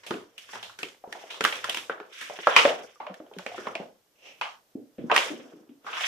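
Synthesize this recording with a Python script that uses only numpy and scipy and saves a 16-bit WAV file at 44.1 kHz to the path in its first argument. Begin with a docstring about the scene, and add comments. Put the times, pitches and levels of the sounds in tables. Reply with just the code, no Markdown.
"""On a wooden bench in a workshop, hands pull open stiff clear plastic packaging: panels buckle with snaps and
pops (short modes) over a fine rustle (shaped grainy noise) and crackle (tiny rings), loudest in the first half.
Past the middle the empty shell slides over the bench with a soft rush of noise. Then a heavy lamp is set down
with dull knocks (bench modes) among more snaps, and a few last buckles and rustles end the scene.
Bench tremble and quiet background noise run throughout; the room answers snaps and knocks; a close stereo pair listens."""
import sys
import numpy as np
from scipy import signal
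from scipy.fft import rfft, irfft, next_fast_len
from scipy.io import wavfile
from scipy.ndimage import uniform_filter1d, map_coordinates

SR = 44100
rng = np.random.default_rng(int(sys.argv[2]) if len(sys.argv) > 2 else 0)


def digitize_waveform(pressure):
    """Quantize a signal to 16-bit integers and store it at the path in sys.argv[1].

    Rows of a 2-D input are taken as channels; values are limited to [-1, 1].
    """
    field = np.atleast_2d(pressure).T
    bounded = np.clip(field, -1, 1)
    quanta = np.round(bounded * 32767).astype(np.int16)
    wavfile.write(sys.argv[1], SR, quanta)


N = 267687

# panels buckling: (time [s], relative level [dB], panel pitch [Hz], rib pitch [Hz],
# depth [dB], brightness [dB], relative room level [dB])
BUCKLES = [(0.031, -45.5, 950, 1670, -35, -1, 17.5), (0.063, -25, 550, 2800, 4.5, 11, 8.5),
           (0.106, -13.5, 372, 1310, 8.5, -19.5, 2), (0.138, -22.5, 358, 2650, 8, -23, 2.5),
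           (0.378, -25, 610, 2950, 1, 17, 3.5), (0.489, -37, 1140, 1760, 1, -8, 4.5),
           (0.53, -31.5, 800, 1610, 8, -1.5, 12), (0.553, -27.5, 410, 1060, -9, -11.5, 2),
           (0.626, -27.5, 190, 3300, -7, -1, 7), (0.694, -33, 1090, 1420, -45, -1, 2),
           (0.787, -25, 374, 1530, 3, 8, 5), (0.829, -19, 383, 2610, 3.5, -1.5, -1),
           (0.884, -38, 326, 3260, 1, 12, -10), (0.944, -48.5, 720, 1910, 0, -10, -8),
           (1.038, -29.5, 745, 1290, -16, -86, 0), (1.074, -30.5, 456, 1340, 25, -56, -2.5),
           (1.124, -22.5, 805, 1850, -13, 3, -3), (1.148, -30, 740, 400, -16, -40, 5.5),
           (1.237, -32.5, 645, 3030, -10, -48, -4), (1.303, -27, 613, 3300, -31.5, 3, 10),
           (1.341, -28, 960, 3230, -32, -2, 5.5), (1.406, -12, 457, 1460, 4.5, -4.5, 0),
           (1.438, -11, 424, 2850, 5.5, 11, 1), (1.448, -4.5, 1260, 1614, -13, -5.5, -1),
           (1.523, -20.5, 1980, 3070, -3, -4, 4.5), (1.554, -26, 2530, 3300, -9, 0.5, -1),
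           (1.641, -13.5, 1060, 1380, -5.5, 1, 0.5), (1.686, -25, 440, 673, 2, -35, 0),
           (1.694, -14, 657, 3260, -5, 14, 0), (1.744, -16.5, 950, 2820, 3, 10, 1),
           (1.77, -18, 980, 3000, 5, 9, 1.5), (1.895, -11.5, 525, 1430, -10, -28.5, 1.5),
           (1.999, -25.5, 430, 1360, -3.5, -25, 2.5), (2.124, -37, 1340, 3220, -5, 11, 10),
           (2.21, -24.5, 1260, 2000, 3, 8, 8), (2.297, -22.5, 556, 3030, -24, -52, 2.5),
           (2.387, -23, 406, 1780, -3, -24, -2.5), (2.431, -35, 2270, 3200, -10, -8, -9),
           (2.469, -1, 558, 1250, -15.5, -31.5, 0), (2.562, 4.5, 1060, 2440, -26, -8, 4.5),
           (2.65, -1, 568, 1720, -9.5, -34, 1), (2.956, -49.5, 1170, 1210, -11.5, -14, -1.5),
           (3.0, -27, 855, 2100, -16.5, -36.5, 8.5), (3.065, -25, 606, 2690, -28, -35, 1.5),
           (3.098, -32, 186, 1240, 4, -74, -11), (3.14, -33.5, 593, 1710, -16, 3, -1.5),
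           (3.2, -27.5, 305, 614, 1, -61, -2.5), (3.262, -43, 595, 3000, -3.5, -25, -2),
           (3.312, -36, 430, 800, 1, -58, 0.5), (3.335, -40, 2500, 3280, -14, 8, 1),
           (3.364, -31, 184.6, 376, 29, -33, -10), (3.384, -25, 610, 1500, -14, 5, 1.5),
           (3.392, -27.5, 612, 1460, -25, -51, -2), (3.462, -19, 560, 2360, -7, -11.5, 1.5),
           (3.516, -34.5, 700, 2730, -45, -58, -5), (3.543, -30.5, 707, 3060, -11, -37, -3),
           (3.578, -23.5, 377, 1510, 3, -20, 4.5), (3.654, -29.5, 610, 1470, -9.5, -29, 6.5),
           (3.668, -16, 1030, 2100, -1.5, -37, 1), (3.751, -21, 677, 2470, -8, -17.5, -0.5),
           (3.798, -19.5, 550, 1480, 9, -91, 2), (4.411, -14, 957, 2570, -24, -16.5, 5),
           (5.097, -14, 1010, 1546, -13, -45, 6.5), (5.113, -4.5, 1080, 2730, -21, -22.5, 3.5),
           (5.121, -8, 458, 628, -9.5, -44, -2.5), (5.139, -20, 960, 1300, -24, 1, 13),
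           (5.161, -3, 1150, 1914, -17, 1.5, 2), (5.176, -7.5, 471, 2850, -25, -8, 0.5),
           (5.844, -38, 1080, 1354, 6, -33, 5), (5.862, -33.5, 883, 1260, -34, -18, 18),
           (5.928, -25.5, 1290, 2640, -25, -23, 7.5), (5.968, -21.5, 1080, 1710, -41, -10, 9),
           (6.006, -24, 750, 2930, -20, -6, 9)]
# hands working the sheets: (time [s], relative low rub level [dB], relative rustle level [dB])
HANDLING = [(0.0, -61, -65.5), (0.18, -59, -89), (0.43, -63.5, -63), (0.55, -62, -46), (0.9, -119, -118),
            (1.1, -47, -68), (1.2, -52, -57.5), (1.5, -40, -53), (1.72, -47, -50), (2.01, -62, -92),
            (2.182, -59, -43), (2.35, -100.5, -50), (2.602, -31, -29), (2.831, -38, -53.5),
            (3.019, -69, -74), (3.22, -58, -79), (3.42, -50, -72), (3.55, -59, -51), (3.7, -42.5, -53),
            (3.9, -78, -84), (4.85, -82.5, -95), (5.06, -47.5, -72), (5.27, -35.5, -45),
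            (5.801, -66.5, -94), (5.87, -46, -52), (6.04, -63, -30.5)]
# spectrum of the stiff sheet, also of the lamp's edge: (frequency [Hz], level [dB])
SHEET_SPECTRUM = [(500, -48), (1000, -8.5), (1600, -2), (2700, -4.5), (3500, -3.5), (4500, -22.5),
                  (7000, -51.5)]


def snaps(count=90, rise_s=.0025, lag_s=.00005, spread_s=0.000092,
          main_db=12, main_width=.1, small_db=-12, scatter_cycles=0.92):
    """Each buckle kicks fresh short modes in folds of every size, boosted near the panel and rib pitches."""
    # ringing by fold size: (frequency [Hz], t60 away from the main pitches [s], base level [dB],
    # share of depth [dB/dB], share of brightness [dB/dB])
    folds = [(290, 0.09, 0, 0.9, 0.05), (700, 0.036, 2, 0.061, 0.032), (2110, 0.018, 5, 0.028, 0.53),
             (6370, 0.015, 5.5, 0.021, 0.9), (13000, 0.026, 5.5, 0.2, 1.2)]
    out = np.zeros((2, N + SR))
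    t = np.arange(SR // 16) / SR
    fold_hz, fold_t60_s, fold_db, deep, bright = np.transpose(folds)
    for s, db, panel_hz, rib_hz, depth_db, bright_db, room_db in BUCKLES:
        pitch, phase, size = rng.random((3, count, 1))
        hz = 150 * 95 ** ((np.arange(count)[:, None] + pitch) / count)
        main = sum(np.exp(-(np.log(hz / centre_hz) / main_width) ** 2) for centre_hz in (panel_hz, rib_hz))

        tilted_db = fold_db + deep * depth_db + bright * bright_db
        level_db = along(np.transpose([fold_hz, tilted_db]), hz) + 6 * size + main_db * main
        # the shell is too small to radiate deep bass
        level_db += small_db * np.log2(np.maximum(260 / hz, 1)) * (1 - main)

        t60_s = along(np.transpose([fold_hz, fold_t60_s]), hz) * (1 + 0.6 * main)
        decay_db = -60 * np.maximum(t - rise_s, 0) / t60_s
        # each snap swells over rise_s, then decays
        swell = np.minimum(t / rise_s, 1) ** 4 * amp(level_db + decay_db)

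        # each mode radiates from its own part of the sheet
        mode_lag_s = lag_s + spread_s * rng.standard_normal((count, 1))
        pair = []
        for side in (-.5, .5):
            cycles = hz * (t - rise_s + side * mode_lag_s) + scatter_cycles * phase
            pair.append(np.sum(swell * np.sin(2 * np.pi * cycles), axis=0))
        pair = np.array(pair)
        add(out, s, amp(db - 2.76) * pair / np.abs(pair).max(), room_db - 2.5, octaves=0.69)
    return out[:, :N]


def rustle(spiky_db=6, wet_db=9.5, patchy_db=3.0):
    """Dense uneven creases come in clumps and blur in the room to a grainy rush; each snap stirs them up."""
    # spectra: (frequency [Hz], level [dB])
    rub_spectrum = [(120, -15.5), (250, -10), (500, 3.5), (900, -12), (1600, -18), (3000, -69)]
    hiss_spectrum = [(3000, -42.5), (4500, -5.5), (5600, 3), (7500, -3), (10000, -4.5), (14000, -6),
                     (15500, -40.5)]
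    # stirring after a snap, relative to the snap, one entry each for rub, rustle, hiss: (level [dB])
    settle_levels_db = [-44, -36.5, -42.5]
    # in the same order: (share of the snap's brightness [dB/dB])
    settle_bright = [-0.24, 0.29, 0.6]
    settle_t60_s = .3
    # relative hiss level at a middling rustle; that rustle level; dB of hiss per dB of rustle
    hiss_mid_db, rustle_mid_db, hiss_growth = -54.5, -56, 0.71

    t = np.arange(N) / SR
    out = 0
    s, rub_db, sheet_db = np.transpose(HANDLING)
    hiss_db = hiss_mid_db + hiss_growth * (sheet_db - rustle_mid_db)
    snap_s, snap_db, *_, bright_db, _ = np.transpose(BUCKLES)
    layers = zip((rub_spectrum, SHEET_SPECTRUM, hiss_spectrum), (rub_db, sheet_db, hiss_db),
                 settle_levels_db, settle_bright)
    for spectrum, level_db, settle_db, share in layers:
        kicks = np.bincount(np.round(snap_s * SR).astype(int), amp(snap_db + share * bright_db), N)
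        stirred = signal.lfilter([1], [1, -amp(-60 / (settle_t60_s * SR))], kicks)
        clumps = map_coordinates(rng.standard_normal(N // 600 + 4), [np.arange(N) / 600])

        creases = (rng.random((2, N)) < .02) * rng.standard_normal((2, N))
        creases *= amp(spiky_db * rng.standard_normal(N).clip(-2, 2))
        grainy = diffuse(unit(creases) + amp(wet_db) * rng.standard_normal((2, N)))
        colour = unit(filtered(grainy, lambda hz: amp(along(spectrum, hz))))

        level = amp(np.interp(t, s, level_db) - 6.5) + amp(settle_db) * stirred
        out = out + colour * level * amp(patchy_db * clumps)
    return out


def crackle(count=1600, centre_hz=2800, spread_oct=0.48, cycles=4, level_db=4, uneven_db=1.0, lag_s=0.00024):
    """Single small creases pop out of the rustle, each a brief ring at its own pitch and place."""
    when, colour, size, place = rng.random((count, 4)).T[..., None]
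    octave = spread_oct * np.log(colour / (1 - colour)) / 2
    hz = centre_hz * 2 ** octave.clip(-2.5, 2)
    s, _, sheet_db = np.transpose(HANDLING)
    t = np.arange(SR // 50) / SR
    start_s = when * N / SR
    peak = amp(np.interp(start_s, s, sheet_db) + level_db - uneven_db * np.log(size + 0.027))
    at = (np.round(start_s * SR).astype(int) + np.arange(len(t))).ravel()
    envelope = peak * amp(-60 * t * hz / (np.e * cycles)) * np.minimum(t * hz, 1)
    pair = []
    for side in (-1, 1):
        ring = envelope * np.sin(2 * np.pi * hz * (t + side * lag_s * (place - .5)))
        pair.append(np.bincount(at, ring.ravel(), N + SR)[:N])
    return np.array(pair)


def swish(patchy_db=1.5):
    """The empty shell slides over the bench: a soft rush, uneven as the contact changes."""
    # slide envelope: (time [s], level [dB])
    slide_level = [(4.13, -85), (4.16, -76.5), (4.272, -49.5), (4.396, -65.5), (4.402, -62)]
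    # slide spectrum: (frequency [Hz], level [dB])
    slide_spectrum = [(200, -10.5), (550, -0.5), (800, -7.5), (1050, -14.5), (1600, -19.5), (2700, -5.5),
                      (3700, -18.5), (4600, -21.5), (5700, -11.5), (7500, -22.5), (14000, -35.5)]
    s, db = np.transpose(slide_level)
    grip = map_coordinates(rng.standard_normal(N // 500 + 4), [np.arange(N) / 500])
    noise = diffuse(rng.standard_normal((2, N)))
    rush = unit(filtered(noise, lambda hz: amp(along(slide_spectrum, hz))))
    return rush * amp(np.interp(np.arange(N) / SR, s, db, -150, -150) + patchy_db * grip)


def knocks():
    """The lamp's weight rings the bench top, most near the pitch of the spot it lands on; its hard edge ticks."""
    # lamp landings: (time [s], relative level [dB], spot pitch [Hz], upper modes [dB], tick [dB],
    # relative room level [dB])
    landings = [(4.751, -37.5, 300, -8, -45.5, 10), (4.983, -24.5, 163.4, -11.5, -27.5, 1.5),
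                (5.038, -26, 240, -33, -36, -3.5), (5.3, -31, 303, -6.5, -17, 7),
                (5.39, -37, 314, -4, -17, -0.5), (5.434, -43.5, 300, -18, -38, 1.5),
                (5.534, -34.5, 295, -33, -34, -6), (5.6, -44.5, 310, -10, -35, 1.5),
                (5.691, -38, 298, -22, -24.5, -1.5)]
    # bench-top modes: (frequency [Hz], base level [dB], t60 [s])
    bench_modes = [(160.7, -4, 0.058), (161, -3, 0.1), (217, -3, 0.061), (244.5, 1.5, 0.15),
                   (287.1, -0.5, 0.25), (325, -6, 0.043), (335.7, -4.5, 0.14), (408, -0.5, 0.093),
                   (460, 0, 0.077), (570, 10, 0.048), (730, 2, 0.031)]
    out = np.zeros((2, N + SR))
    t = np.arange(SR // 4) / SR
    hz, level_db, t60_s = np.transpose(bench_modes)[..., None]
    for s, db, spot_hz, upper_db, tick_db, room_db in landings:
        size, phase = rng.random((2, len(hz), 1))
        spot_boost_db = 10 * np.exp(-(np.log(hz / spot_hz) / 0.22) ** 2)
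        mode_db = level_db + 5 * size + upper_db * (hz > 500) + spot_boost_db
        modes = amp(mode_db - 60 * t / t60_s) * np.sin(2 * np.pi * (hz * t + phase))
        ring = np.sum(modes, axis=0) * (1 - np.exp(-t / 0.0014)) ** 2

        edge = filtered(rng.standard_normal(len(t)), lambda f: amp(along(SHEET_SPECTRUM, f)))
        edge *= amp(-60 * t / 0.039)
        knock = ring / np.abs(ring).max() + amp(tick_db) * edge / np.abs(edge).max()
        add(out, s, amp(db) * knock[None], room_db + 5, octaves=.25)
    return out[:, :N]


def shake(rise_db_per_s=91, fall_db_per_s=61.5, still_db=-88):
    """Handling trembles the bench and, through its stand, the microphone; each jolt swells and dies alike."""
    # jolts: (time [s], peak level [dB])
    jolts = [(0.13, -58), (0.62, -55.5), (1.67, -54), (2.65, -59), (3.6, -51), (3.78, -62), (5.12, -64),
             (6.07, -64)]
    # tremble spectrum: (frequency [Hz], level [dB])
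    tremble_spectrum = [(20, -17), (35, -1), (65, -9), (110, 5.5), (160, -23), (300, -73)]
    since_s = np.arange(N) / SR - np.array(jolts)[:, :1]
    swell_db = np.array(jolts)[:, 1:] + np.minimum(rise_db_per_s * since_s, -fall_db_per_s * since_s)
    low = filtered(diffuse(rng.standard_normal((2, N))), lambda hz: amp(along(tremble_spectrum, hz)))
    return amp(np.maximum(swell_db.max(axis=0), still_db)) * unit(low)


def air(near, level_db=-60, dip_db=-7, hold_s=0.52, loud_db=-42):
    """Quiet background: shaped noise, a soft hiss and a faint thin electronic whine near 14 kHz.

    It dips for a while after anything loud."""
    # background spectrum: (frequency [Hz], level [dB])
    air_spectrum = [(25, -11), (70, -11.5), (136, -12.5), (550, -17), (920, -24), (2600, -36), (10000, -26),
                    (13500, -19.5), (14100, -14), (14600, -33), (15500, -36.5)]
    span = round(hold_s * SR)
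    # power over the moments just past
    recent = np.abs(uniform_filter1d(near[0] ** 2, span, origin=(span - 1) // 2))
    dip = recent / (recent + amp(loud_db) ** 2)
    hush = unit(filtered(diffuse(rng.standard_normal((2, N))), lambda hz: amp(along(air_spectrum, hz))))
    return amp(level_db + dip_db * dip) * hush


def add(out, s, sound, room_db, octaves, build_s=.006):
    """Places a sound and its own room answer, which fades in over build_s, at time s."""
    heard = amp(room_db) * filtered(tail(), averaged(sound, octaves))
    heard *= np.sin(np.pi / 2 * np.minimum(np.arange(heard.shape[1]) / (build_s * SR), 1)) ** 2
    heard[:, :sound.shape[1]] += sound * amp(-room_db * 0.34)  # a farther or hidden fold is weaker directly
    at = round(s * SR)
    out[:, at:at + heard.shape[1]] += heard


def tail(gap_s=0.0031, knee_s=0.18, steep=4, lumpy_db=1.5):
    """One draw of the room's answer: lumpy with echoes, dying by frequency, and faster once past the knee."""
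    # room decay before the knee: (frequency [Hz], t60 [s])
    room_decay = [(150, 0.4), (400, 0.4), (1000, 0.43), (2800, 0.29), (7000, 0.63), (14000, 0.51)]
    hz, t, z = signal.stft(rng.standard_normal((2, SR // 3)), SR, nperseg=256)
    echoes = unit(uniform_filter1d(rng.standard_normal(z.shape[1:]), size=12, axis=0))
    fall_db = -60 * t / along(room_decay, hz)[:, None] - 6 * (t / knee_s) ** steep + lumpy_db * echoes
    late = diffuse(signal.istft(z * amp(fall_db), SR, nperseg=256)[1])
    return np.pad(late / np.linalg.norm(late[0]), ((0, 0), (round(gap_s * SR), 0)))


def averaged(sound, octaves):
    """The spectrum as the whole room hears it: peaks of single modes even out over all directions."""
    grid_hz = np.geomspace(40, SR / 2, 400)
    power = np.mean(np.abs(rfft(sound, 8192)) ** 2, axis=0)
    on_grid = np.interp(grid_hz, np.fft.rfftfreq(8192, 1 / SR), power)
    smooth = uniform_filter1d(on_grid, max(round(octaves * 44), 1))  # about 44 grid points an octave
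    return lambda hz: np.sqrt(np.abs(np.interp(hz, grid_hz, smooth)))


def diffuse(pair):
    """Two unrelated signals become left and right, alike in the bass and unlike in the treble."""
    # diffuse field: (frequency [Hz], left-right likeness [0-1])
    likeness = [(60, 0.27), (250, 0.83), (500, 0.76), (1000, 0.069), (3000, 0.15), (12000, 0.084)]

    def mid_side_gains(hz):
        """Gains that set the left-right likeness."""
        turn = np.arccos(np.clip(along(likeness, hz), -1, 1)) / 2
        return np.array([np.cos(turn), np.sin(turn)])

    mid, side = filtered(pair, mid_side_gains)
    return np.array([mid + side, mid - side])


def filtered(x, response):
    """x times a response of frequency."""
    n = x.shape[-1]
    m = next_fast_len(n + 2048)
    return irfft(rfft(x, m) * response(np.fft.rfftfreq(m, 1 / SR)), m)[..., :n]


def along(points, hz):
    """(Hz, value) points interpolated on a log frequency axis."""
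    f, v = np.transpose(points)
    return np.interp(np.log(hz + 1), np.log(f + 1), v)


def unit(x):
    """Scaled to rms 1."""
    return x / np.sqrt(np.mean(x ** 2) + 1e-20)


def amp(db):
    """Decibels to gain."""
    return 10 ** (np.asarray(db) / 20)


def scene():
    """All sources at the microphone."""
    near = snaps() + knocks() + rustle() + crackle() + swish() + shake()
    return near + air(near)


def record(dry, top_hz=15650):
    """Microphone colour, a soft ceiling at full scale and the band limit."""
    # microphone colour: (frequency [Hz], level [dB])
    port_colour = [(60, -16), (160, -8.5), (3000, 8), (4500, 3), (5600, 2), (10000, -6.5), (14300, -10.5),
                   (15300, -27.5)]
    # the left port is a little shaded: (frequency [Hz], left minus right [dB])
    left_shade = [(300, 0), (1000, 0), (2200, -2.5), (9000, 0)]
    halves = np.array([[.5], [-.5]])
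    x = filtered(dry, lambda hz: amp(along(port_colour, hz) + along(left_shade, hz) * halves))
    x = x / (1 + np.abs(x) ** 8) ** (1 / 8)
    return filtered(x, lambda hz: hz < top_hz)


dry = scene()
out = record(dry)
digitize_waveform(out)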